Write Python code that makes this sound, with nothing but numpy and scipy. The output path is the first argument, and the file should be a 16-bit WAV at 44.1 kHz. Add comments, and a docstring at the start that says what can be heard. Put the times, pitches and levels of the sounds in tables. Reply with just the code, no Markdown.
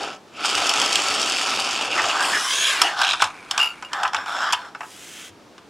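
"""A toy train's spring motor whirs in the hand, close to two microphones over a wooden desk in a small room.
Gear teeth are streams of tiny collisions rung through a hollow plastic shell; knocks are short noise bursts.
On the desk wheels rumble, axles tick and a stroke drags back as a hiss with a moving echo.
A display rail chatters in its own ringing modes as it is taken away, then a hand brushes the desk.
Low thuds of the desk, a short room tail and quiet indoor noise lie around it all."""
import sys
import numpy as np
from scipy import signal
from scipy.fft import rfft, next_fast_len
from scipy.io import wavfile
from scipy.ndimage import uniform_filter1d, map_coordinates

SR = 44100
rng = np.random.default_rng(int(sys.argv[2]) if len(sys.argv) > 2 else 0)


def to_wav(s):
    """Save 16-bit WAV."""
    ch = np.atleast_2d(s).T  # columns
    pcm = np.round(np.clip(ch, -1, 1) * 32767)  # PCM
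    wavfile.write(sys.argv[1], SR, pcm.astype(np.int16))


N = 250929
TIME = np.arange(N) / SR
TAPS = 4096  # length of a body's response, in samples
BINS = np.fft.rfftfreq(TAPS, 1 / SR)

# Runs of the spring motor in the hand. Each row: time up to speed in seconds, time braked in seconds,
# relative level in dB, sag by the end of the run in dB.
MOTOR_RUNS = [(0, 0.15, -27.5, 12), (0.452, 1.88, -20, 6.5), (1.918, 2.36, -22.5, 6.5)]
# Broad colour of the meshing gears. Each row: frequency in Hz, relative level in dB per Hz.
GEARBOX = [(45, -50), (100, -20), (150, -22), (200, -12.5), (320, -6), (500, -6), (760, 0), (1000, -2),
           (1310, 0.5), (3040, -0.5), (5250, -9), (7700, -15.5), (11000, -28), (16000, -47)]
# Peaks and dips of the car shell. Each row: frequency in Hz, width in Hz, lift in dB.
SHELL = [(296, 21, 4.5), (438, 16, 4), (765, 32, 4), (1325, 210, 6.5), (1910, 960, -8), (2690, 740, 4),
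         (4270, 700, -7), (4530, 300, 10), (5290, 430, 6.5), (7200, 2100, 3.5), (9360, 490, 5),
         (10300, 150, -13)]
SPIN_UP_DB_PER_S, BRAKE_DB_PER_S = 233, 450
RUN_IN_DB, RUN_IN_S = 3, 0.26  # the gears gain their last bit of speed slowly


def motor(loose_db=-5.5, dulling=0.33):
    """Gear teeth clatter in the hollow car, weaker as the spring unwinds; loose ones snap brightly at times."""
    drive = np.zeros(N)
    for start, end, db, sag_db in MOTOR_RUNS:
        run_in_db = RUN_IN_DB * np.exp(-np.maximum(TIME - start, 0) / RUN_IN_S)
        run_db = db - run_in_db - sag_db * progress(start, end) ** 1.88
        drive = np.maximum(drive, held(start, end, run_db, SPIN_UP_DB_PER_S, BRAKE_DB_PER_S))
    mesh = colour(impacts(per_s=600, spread_db=3.0, contact_ms=0.67, grind=1.0), GEARBOX, SHELL)
    snaps = colour(impacts(per_s=160, spread_db=4.0, contact_ms=0.98, grind=.1), KNOCK_SNAP, SHELL)
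    whir = unit(mesh, 1200, 7000) + amp(loose_db) * unit(snaps, 1200, 7000)
    # slow gears strike softly and sound dull
    slack_db = np.clip(-23 - 20 * np.log10(drive + 1e-9), 0, 9)
    return amp(-1.5) * shifting(whir, -dulling * slack_db, patchy_db=1.37) * drive


# Knocks of cars, couplings and fingers. Each row: time in seconds, relative peak of the hollow body in dB,
# relative peak of the bright snap in dB.
KNOCKS = [(0.446, -16, -29), (0.693, -20, -14), (0.816, -18, -14), (0.956, -30, -13.5), (1.991, -15.5, -38),
          (1.998, -13, -29), (2.04, -13.5, -26.5), (2.817, -7, -9), (3.016, -9, -17), (3.102, -21.5, -22.5),
          (3.135, -14, -28), (3.201, -15, -39), (3.221, -3.5, -13.5), (3.241, -15, -20),
          (3.511, -20.5, -16), (3.578, -13, -16), (3.592, -15, -27), (3.825, -23.5, -34.5),
          (3.932, -18.5, -22.5), (4.033, -13, -21.5), (4.051, -8.5, -43), (4.133, -17.5, -30),
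          (4.146, -10.5, -23), (4.26, -25, -37), (4.525, -19, -17.5), (4.531, -9, -16),
          (4.749, -22.5, -40.5), (4.807, -21, -42), (4.831, -28.5, -47), (5.58, -36.5, -44.5)]
# Colour of the hollow body. Each row: frequency in Hz, relative level in dB per Hz.
KNOCK_BODY = [(90, -34), (400, -14.5), (750, 1.5), (1300, 11), (1800, -1.5), (2600, -2.5), (5000, -49)]
# Colour of the bright snap. Each row: frequency in Hz, relative level in dB per Hz.
KNOCK_SNAP = [(1200, -29), (2200, -4.5), (3100, 4), (4200, -2), (5400, -2), (8000, -6.5), (11000, -18.5),
              (16000, -39)]
# Peaks and dips of the train standing on the desk. Each row: frequency in Hz, width in Hz, lift in dB.
DESK = [(533, 160, -6.5), (797, 120, 3), (1076, 41, -1.5), (1300, 220, -2.5), (1600, 180, 3.5),
        (2090, 610, -3.5), (3460, 2100, 6.5), (3897.3, 640, -7.5), (5360, 390, 7.5), (7460, 290, 5.5)]
SNAP_DECAY_MS, KNOCK_RISE_MS = 2.9, 0.43
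HARD_HZ, HARD_WIDTH_HZ, HARD_FROM_DB = 11900, 8100, -20  # the hardest snaps gain treble, dB for dB


def knocks(body_db=-5, snap_db=1, ring_db=-21, ring_ms=12, vary_db=3, crack=3.6):
    """A knock is a plastic clack: a crack of contact, a hollow body, a bright snap, a short after-rattle."""
    out, t = np.zeros(N), np.arange(TAPS) / SR
    ms = t * 10 ** 3
    rise = 1 - np.exp(-ms / KNOCK_RISE_MS)
    ring = amp(ring_db) * np.exp(-ms / ring_ms)
    for s, low_db, high_db in KNOCKS:
        body, snap = rng.standard_normal((2, TAPS))
        # the hollow body outlasts the snap
        body = body * (np.exp(-ms / (2.45 * SNAP_DECAY_MS)) + ring)
        snap = snap * (np.exp(-ms / SNAP_DECAY_MS) + ring)
        # each point of contact favours other resonances
        spot = [(hz, width, lift + vary_db * (2 * rng.random() - 1)) for hz, width, lift in DESK]
        spot.append((HARD_HZ, HARD_WIDTH_HZ, max(high_db - HARD_FROM_DB, 0)))
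        parts = (body, KNOCK_BODY, low_db + body_db), (snap, KNOCK_SNAP, high_db + snap_db)
        for blow, spectrum, db in parts:
            part = colour(blow * rise + crack * (t == 0), spectrum, spot)
            peak = np.sqrt(uniform_filter1d(part ** 2, size=130).max())  # loudest 3 ms, rms
            add(out, s, amp(db) * part / peak)
    return out


# Spells of rolling over the desk: pushes that roll the train, and at 3.51 s the rail scraping as the train
# coasts. # Each row: start in seconds, end in seconds, relative level in dB.
PUSHES = [(1.957, 2.455, -24.5), (2.733, 2.976, -22), (2.966, 3.131, -18.5), (3.514, 3.65, -26.5),
          (3.936, 4.082, -26.5), (4.136, 4.236, -27.5), (4.275, 4.513, -20.5), (4.52, 4.684, -32.5)]
# Colour of the wheels on wood. Each row: frequency in Hz, relative level in dB per Hz.
WHEELS = [(88, -34), (150, -35), (334, -20.5), (414, -23), (466, -30), (514, -12.5), (774, -5), (998, -3),
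          (1290, 1.5), (2600, -19), (3490, -15.5), (4670, -23), (5570, -25), (7620, -28), (16000, -53)]
JOLT_DB, JOLT_RISE_S, JOLT_DECAY_S = -11, 0.0081, 0.014  # every knock shakes the wheels


def wheels():
    """Small hard wheels bump over the wood and shake train and desk, when pushed and after every knock."""
    bumps = impacts(per_s=300, spread_db=-1.5, contact_ms=2.1, grind=1.0)
    rumble = unit(colour(bumps, WHEELS, DESK), 600, 1800)
    t, jolts = np.arange(SR // 4) / SR, np.zeros(N)
    shake = (1 - np.exp(-t / JOLT_RISE_S)) * np.exp(-t / JOLT_DECAY_S)
    for s, body_db, _ in KNOCKS:
        add(jolts, s, amp(body_db + JOLT_DB) * shake)
    rolling = np.max([push(*row) for row in PUSHES], axis=0)
    drive = np.sqrt(rolling ** 2 + jolts ** 2)
    return amp(-4.5) * shifting(rumble, 0, patchy_db=3.0) * drive


# Colour of the freely spinning gears. Each row: frequency in Hz, relative level in dB per Hz.
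COAST_COLOUR = [(35, -20), (55, 3), (90, -20), (400, -28), (800, 2), (1500, 5), (1950, -3), (2330, 9),
                (2900, -7), (7000, -14.5), (10000, -16), (16000, -50)]
COAST_START_S, COAST_END_S, COAST_DB = 3, 3.9, -44


def coast():
    """Let go, the train runs on with its gears spinning lightly: a thin whirr."""
    teeth = impacts(per_s=210, spread_db=-5, contact_ms=0.59, grind=1.0)
    whirr = unit(colour(teeth, COAST_COLOUR), 600, 6000)
    return whirr * push(COAST_START_S, COAST_END_S, COAST_DB)


# Spells of rattling while the train is pressed or nudged on the desk. Each row: start in seconds,
# end in seconds, relative level in dB, ticks per second, share of steady grind.
RATTLES = [(2.82, 2.98, -39.5, 520, .45), (2.992, 3.146, -26, 700, .3), (3.199, 3.253, -28.5, 740, .4),
           (3.93, 4.208, -42.5, 50, .03)]
# Colour of the loose axles. Each row: frequency in Hz, relative level in dB per Hz.
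RATTLE = [(800, -14), (1300, -20), (2100, -5), (2900, 6.5), (3700, 8.5), (4400, -2), (5400, 1.5),
          (7000, -7), (9600, -13.5), (12000, -28), (16000, -39)]


def rattle():
    """Axles and gears tick in their bearings: a dense grit when pressed, separate ticks when free."""
    out = np.zeros(N)
    for start, end, db, per_s, grind in RATTLES:
        ticks = impacts(per_s, spread_db=5.5, contact_ms=0.91, grind=grind)
        out += unit(colour(ticks, RATTLE), 2400, 7000) * push(start, end, db)
    return amp(1.5) * shifting(out, 0, patchy_db=3.0)


# Brief resonances of car or desk: a thin whine as the motor starts, then ones sounded by skidding or rubbing. #
# Each row: middle of the scrape in seconds, length in seconds, pitch in Hz, level in dB.
SCRAPES = [(0.379, 0.13, 2640, -42), (1.931, 0.09, 2760, -24.5), (1.993, .05, 1920, -22.5),
           (2.067, .13, 696, -29.5), (2.11, 0.064, 2820, -25), (2.253, .06, 2610, -28),
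           (2.356, .1, 1770, -21), (2.654, 0.22, 3180, -25.5), (2.682, .2, 2410, -29.5),
           (2.85, 0.1, 770, -26.5), (2.862, 0.094, 2830, -25), (4.02, .2, 810, -32),
           (4.54, 0.045, 2900, -23)]


def scrapes(sharpness=4.7):
    """Skidding, rubbing or the starting motor briefly drives a resonance of car or desk: noise through a
    doubled narrow peak."""
    out = np.zeros(N)
    for s, length, hz, db in SCRAPES:
        peak = signal.iirpeak(hz, sharpness, SR)
        skid = signal.lfilter(*peak, rng.standard_normal(SR // 3))
        skid = signal.lfilter(*peak, skid)[:int(length * SR)]
        add(out, s - length / 2, amp(db) * np.hanning(len(skid)) * skid / skid.std())
    return out


# Speed of the train as it is dragged back over the desk. Each row: time in seconds, speed from 0 to 1.
DRAG_SPEED = [(2.2, 0), (2.235, .45), (2.43, 0.54), (2.53, 0.82), (2.7, 0.96), (2.79, 0.39), (2.86, 0.41),
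              (2.93, 0.04)]
# Speed of the hand that brushes the desk. Each row: time in seconds, speed from 0 to 1.
BRUSH_SPEED = [(4.78, 0.06), (4.93, 0.52), (5.18, 0.94), (5.28, 0.71), (5.31, 0)]
# Friction colours, first the dragged train, then the hand. Each row within: frequency in Hz,
# relative level in dB per Hz.
SLIDE_COLOURS = [
    [(200, -34), (300, -5.5), (550, -12.5), (680, -1.5), (900, -4.5), (1150, 0.5), (1900, -1.5), (2400, 0),
     (3200, 0), (4100, -9), (5300, -8), (7500, -13.5), (10000, -17), (16000, -44)],
    [(500, -36), (1050, -14), (1300, -1), (2100, -1), (3200, 3), (4200, -4), (7200, -0.5), (9500, -5.5),
     (16000, -20)],
]
HISS_HZ, HISS_RISE_HZ = 3640, 3420  # pitch of the friction hiss at rest, and its rise at full speed
REFLECTION_MS, REFLECTION_DROP_MS = 2.394, 0.64  # delay of its reflection at rest, drop at full speed


def slide(motion, spectrum, db, tilt_db, dulling_db_per_s, swirl, echo=0.67, echo_hz=5000, sing=0.9):
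    """Friction hiss grows and rises with speed, dulls along the stroke; a dull reflection sweeps a comb."""
    s, speeds = np.transpose(motion)
    speed = np.interp(TIME, s, speeds, left=0, right=0)
    hiss = colour(impacts(per_s=2800, spread_db=0, contact_ms=0.85, grind=0.55), spectrum)
    hiss = hiss + swirl * sing * resonate(hiss, HISS_HZ + HISS_RISE_HZ * speed, width_hz=530)
    delay = (REFLECTION_MS - REFLECTION_DROP_MS * speed) * SR / 10 ** 3
    dull = signal.filtfilt(*signal.butter(1, echo_hz, fs=SR), hiss)
    reflected = map_coordinates(dull, [np.arange(N) - delay], order=1)
    hiss = unit(hiss + swirl * echo * reflected, 2400, 12000)
    tilt = tilt_db - dulling_db_per_s * (np.clip(TIME, s[0], s[-1]) - s[0])
    return amp(db) * shifting(hiss, tilt, patchy_db=3.5 * swirl, pivot_hz=4070) * speed


CHATTER_S, CHATTER_GAP_S, CHATTER_DB = 3.598, 0.015, -9.5
CHATTER_HOLD_S, CHATTER_FADE_DB_PER_S = 0.031, 236
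REBOUND_S, REBOUND_DB = .006, -9.5  # lag and level against the blow before it


def chatter(count):
    """Steady blows of the rocking rail as (s, dB): even, then fading, each with a weak rebound."""
    age = np.arange(count) * CHATTER_GAP_S
    fade_db = CHATTER_FADE_DB_PER_S * np.maximum(age - CHATTER_HOLD_S, 0)
    blows = list(zip(CHATTER_S + age, CHATTER_DB - fade_db))
    return blows + [(s + REBOUND_S, db + REBOUND_DB) for s, db in blows]


# Ringing modes of the display rail. Each row: frequency in Hz, relative level in dB,
# time to fall by 60 dB in seconds.
RAIL = [(1400, -17, 0.23), (2775, -1.5, 0.049), (2830, -3.5, 0.1), (2920, -33, 0.028), (4610, -15, 0.028),
        (4960, -19, 0.058), (6980, -13, 0.017), (10800, -18.5, 0.025)]
RAIL_LIFT_S, RAIL_LIFT_DB = 3.848, -25.5  # one last tap as it leaves the desk


def rail(scuff=0.14, scuff_ms=6):
    """The stiff rail rings in nearly the same modes at every bounce, roughened by a short scuff."""
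    out, t = np.zeros(N), np.arange(SR // 4) / SR
    for s, db in chatter(count=9) + [(RAIL_LIFT_S, RAIL_LIFT_DB)]:
        detune = 1 + 0.013 * rng.standard_normal(len(RAIL))
        ring = np.zeros(len(t))
        for (hz, mode_db, t60), ratio in zip(RAIL, detune):
            ring += amp(mode_db - 60 * t / t60) * np.sin(2 * np.pi * hz * ratio * t)
        grit = rng.standard_normal(len(t)) * np.exp(-t * 10 ** 3 / scuff_ms)
        ring = signal.fftconvolve(ring, (t == 0) + scuff * grit)[:len(t)]
        add(out, s, amp(db) * (ring / abs(ring).max() + 0.18 * colour(grit, RATTLE)))
    # keep only the rail's ringing above 600 Hz
    return signal.sosfilt(signal.butter(2, 600, "highpass", fs=SR, output="sos"), out)


# Soft bumps of the hands on the desk. Each row: time in seconds, relative level in dB.
THUDS = [(0.591, -41.5), (0.943, -46), (1.099, -43), (2.028, -42), (3.23, -53), (4.159, -45), (5.301, -47)]
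KNOCK_THUD_DB = -40.5  # share of each knock that reaches the desk's lowest mode


def thuds(desk_hz=98, t60=0.22, trim_db=-2):
    """Bumps of the hands and knocks of the train set off the desk's lowest mode, a decaying sine."""
    out, t = np.zeros(N), np.arange(SR // 2) / SR
    rise = 1 - np.exp(-t / 0.0039)
    mode = amp(trim_db - 60 * t / t60) * np.sin(2 * np.pi * desk_hz * t) * rise
    for s, db in THUDS + [(s, body_db + KNOCK_THUD_DB) for s, body_db, _ in KNOCKS]:
        add(out, s, amp(db) * mode)
    return out


# Decay of the small room. Each row: frequency in Hz, time to fall by 60 dB in seconds.
ROOM = [(200, 0.44), (800, 0.38), (2800, 0.19), (6000, 0.13), (14000, 0.17)]


def room(x, wet_db=-12, side_db=-8, side_ms=8):
    """A small room's tail, plus a faint stereo-difference part, weakest around 700 Hz."""
    count = SR // 2
    late, early = rng.choice([-1., 1.], (2, count)) * (rng.random((2, count)) < 3000 / SR)
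    hz, t, z = signal.stft(late * (TIME[:count] > .004), SR, nperseg=256)
    tail = signal.istft(z * amp(-60 * t / read(ROOM, hz)[:, None]), SR)[1]
    early = early * np.exp(-TIME[:count] * 10 ** 3 / side_ms)
    mid, side = (signal.fftconvolve(x, taps / np.linalg.norm(taps))[:N] for taps in (tail, early))
    side_colour = [(150, -7), (700, -48), (1500, -26), (4000, -8), (12000, -13.5)]  # Hz, dB
    side = amp(side_db) * colour(side, side_colour)
    return x + amp(wet_db) * mid + np.array([side, -side])


# Colour of the quiet room. Each row: frequency in Hz, relative level in dB per Hz.
ROOM_TONE = [(25, -28), (60, -21.5), (100, -12), (150, -11.5), (200, -7.5), (335, -5.5), (520, -9),
             (1300, -14.5), (2000, -20.5), (3000, -21.5), (6000, -26.5), (10000, -36.5), (16000, -48)]
ROOM_TONE_DB = -49  # rms of the part common to both channels


def room_tone(apart=0.26):
    """Quiet indoor background: steady coloured noise, nearly alike in both channels."""
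    mid, side = (colour(noise, ROOM_TONE) for noise in rng.standard_normal((2, N)))
    return amp(ROOM_TONE_DB) * np.array([mid + apart * side, mid - apart * side]) / mid.std()


def impacts(per_s, spread_db, contact_ms, grind):
    """Tiny uneven collisions, each a short scrape, over a steady grind."""
    chance, size, grit = rng.random(N), rng.exponential(1, N), rng.standard_normal(N)
    blows = (chance < per_s / SR) * amp(spread_db * np.minimum(size, np.pi))
    decay = np.exp(-1 / (contact_ms * SR / 10 ** 3))
    power = signal.lfilter([1], [1, -decay], blows ** 2)
    return grit * np.sqrt(power / power.mean() + grind ** 2)


def colour(x, spectrum, resonances=()):
    """Rings x through a causal (minimum-phase) body: a broad spectrum with peaks and dips on it."""
    db = read(spectrum, BINS)
    for hz, width, lift in resonances:
        db = db + lift / (1 + (2 * (BINS - hz) / width) ** 2)
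    log_gain = np.log(amp(np.r_[db, db[-2:0:-1]]))
    response = np.fft.ifft(np.exp(np.conj(signal.hilbert(log_gain)))).real
    return signal.oaconvolve(x, response)[:len(x)]


def shifting(x, tilt_db, patchy_db, pivot_hz=2800):
    """As grip and contact move, patches of colour come and go; tilt_db per octave brightens or dulls."""
    hz, t, z = signal.stft(x, SR, nperseg=512, noverlap=384)
    patches = rng.standard_normal(z.T.shape)
    for _ in range(2):
        patches = uniform_filter1d(patches, size=30, axis=0)  # over time
        patches = uniform_filter1d(patches, size=4, axis=1)  # over frequency
    octaves = np.log2(np.clip(hz, 300, 8000) / pivot_hz)[:, None]
    tilt = octaves * np.interp(t, TIME, tilt_db * np.ones(N))
    db = patchy_db * patches.T / patches.std() + tilt
    return signal.istft(z * amp(db), SR, nperseg=512, noverlap=384)[1][:N]


def resonate(x, hz, width_hz):
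    """A resonance of gain 1 that follows the curve hz."""
    turn, r = np.exp(2j * np.pi * np.cumsum(hz) / SR), np.exp(-np.pi * width_hz / SR)
    return 2 * (turn * signal.lfilter([1 - r], [1, -r], x / turn)).real


PUSH_EASE_DB, PUSH_RISE_DB_PER_S, PUSH_FALL_DB_PER_S = 4.5, 600, 330


def push(start, end, db):
    """Gain of one push or spell of motion: strongest in the middle, easing toward both ends."""
    ease_db = PUSH_EASE_DB * (2 * progress(start, end) - 1) ** 2
    return held(start, end, db - ease_db, PUSH_RISE_DB_PER_S, PUSH_FALL_DB_PER_S)


def held(start, end, db, rise_db_per_s, fall_db_per_s):
    """Gain that rises until start, follows db, and dies away after end."""
    before, after = np.maximum(start - TIME, 0), np.maximum(TIME - end, 0)
    return amp(db - rise_db_per_s * before - fall_db_per_s * after)


def progress(start, end):
    """Runs from 0 at start to 1 at end."""
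    return np.clip((TIME - start) / (end - start), 0, 1)


def unit(x, lo_hz, hi_hz):
    """Scales x so that its part within a band has rms 1."""
    size = next_fast_len(len(x), True)
    hz = np.fft.rfftfreq(size, 1 / SR)
    band = rfft(x, size)[(hz > lo_hz) & (hz < hi_hz)]
    return x / np.sqrt(2 * np.sum(abs(band) ** 2) / (size * len(x)) + 1e-20)


def amp(db):
    """Decibels to gain."""
    return np.exp(np.asarray(db) * (np.log(10) / 20))


def read(points, hz):
    """A frequency table joined by straight lines over log frequency."""
    f, value = np.transpose(points)
    return np.interp(np.log(hz + 1), np.log(f), value)


def add(mix, s, sound):
    """Mixes a sound in at time s."""
    part = mix[max(round(s * SR), 0):][:len(sound)]
    part += sound[:len(part)]


def scene():
    """The toy, the desk and the room around them."""
    train = motor() + knocks() + wheels() + coast() + rattle() + scrapes()
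    drag = slide(DRAG_SPEED, SLIDE_COLOURS[0], db=-21.0, tilt_db=7.0, dulling_db_per_s=10.5, swirl=0.95)
    brush = slide(BRUSH_SPEED, SLIDE_COLOURS[1], db=-40.0, tilt_db=2.0, dulling_db_per_s=8.5, swirl=0.2)
    return room(train + drag + brush + rail() + thuds()) + room_tone()


EDGE_HZ = 15950


def record(dry):
    """Peaks are clipped at full scale; then a steep low-pass takes off the top treble."""
    lowpass = signal.firwin(511, EDGE_HZ, window=("kaiser", 9), fs=SR)
    return signal.oaconvolve(np.clip(dry, -1, 1), lowpass[None], "same", axes=1)


dry = scene()
out = record(dry)
to_wav(out)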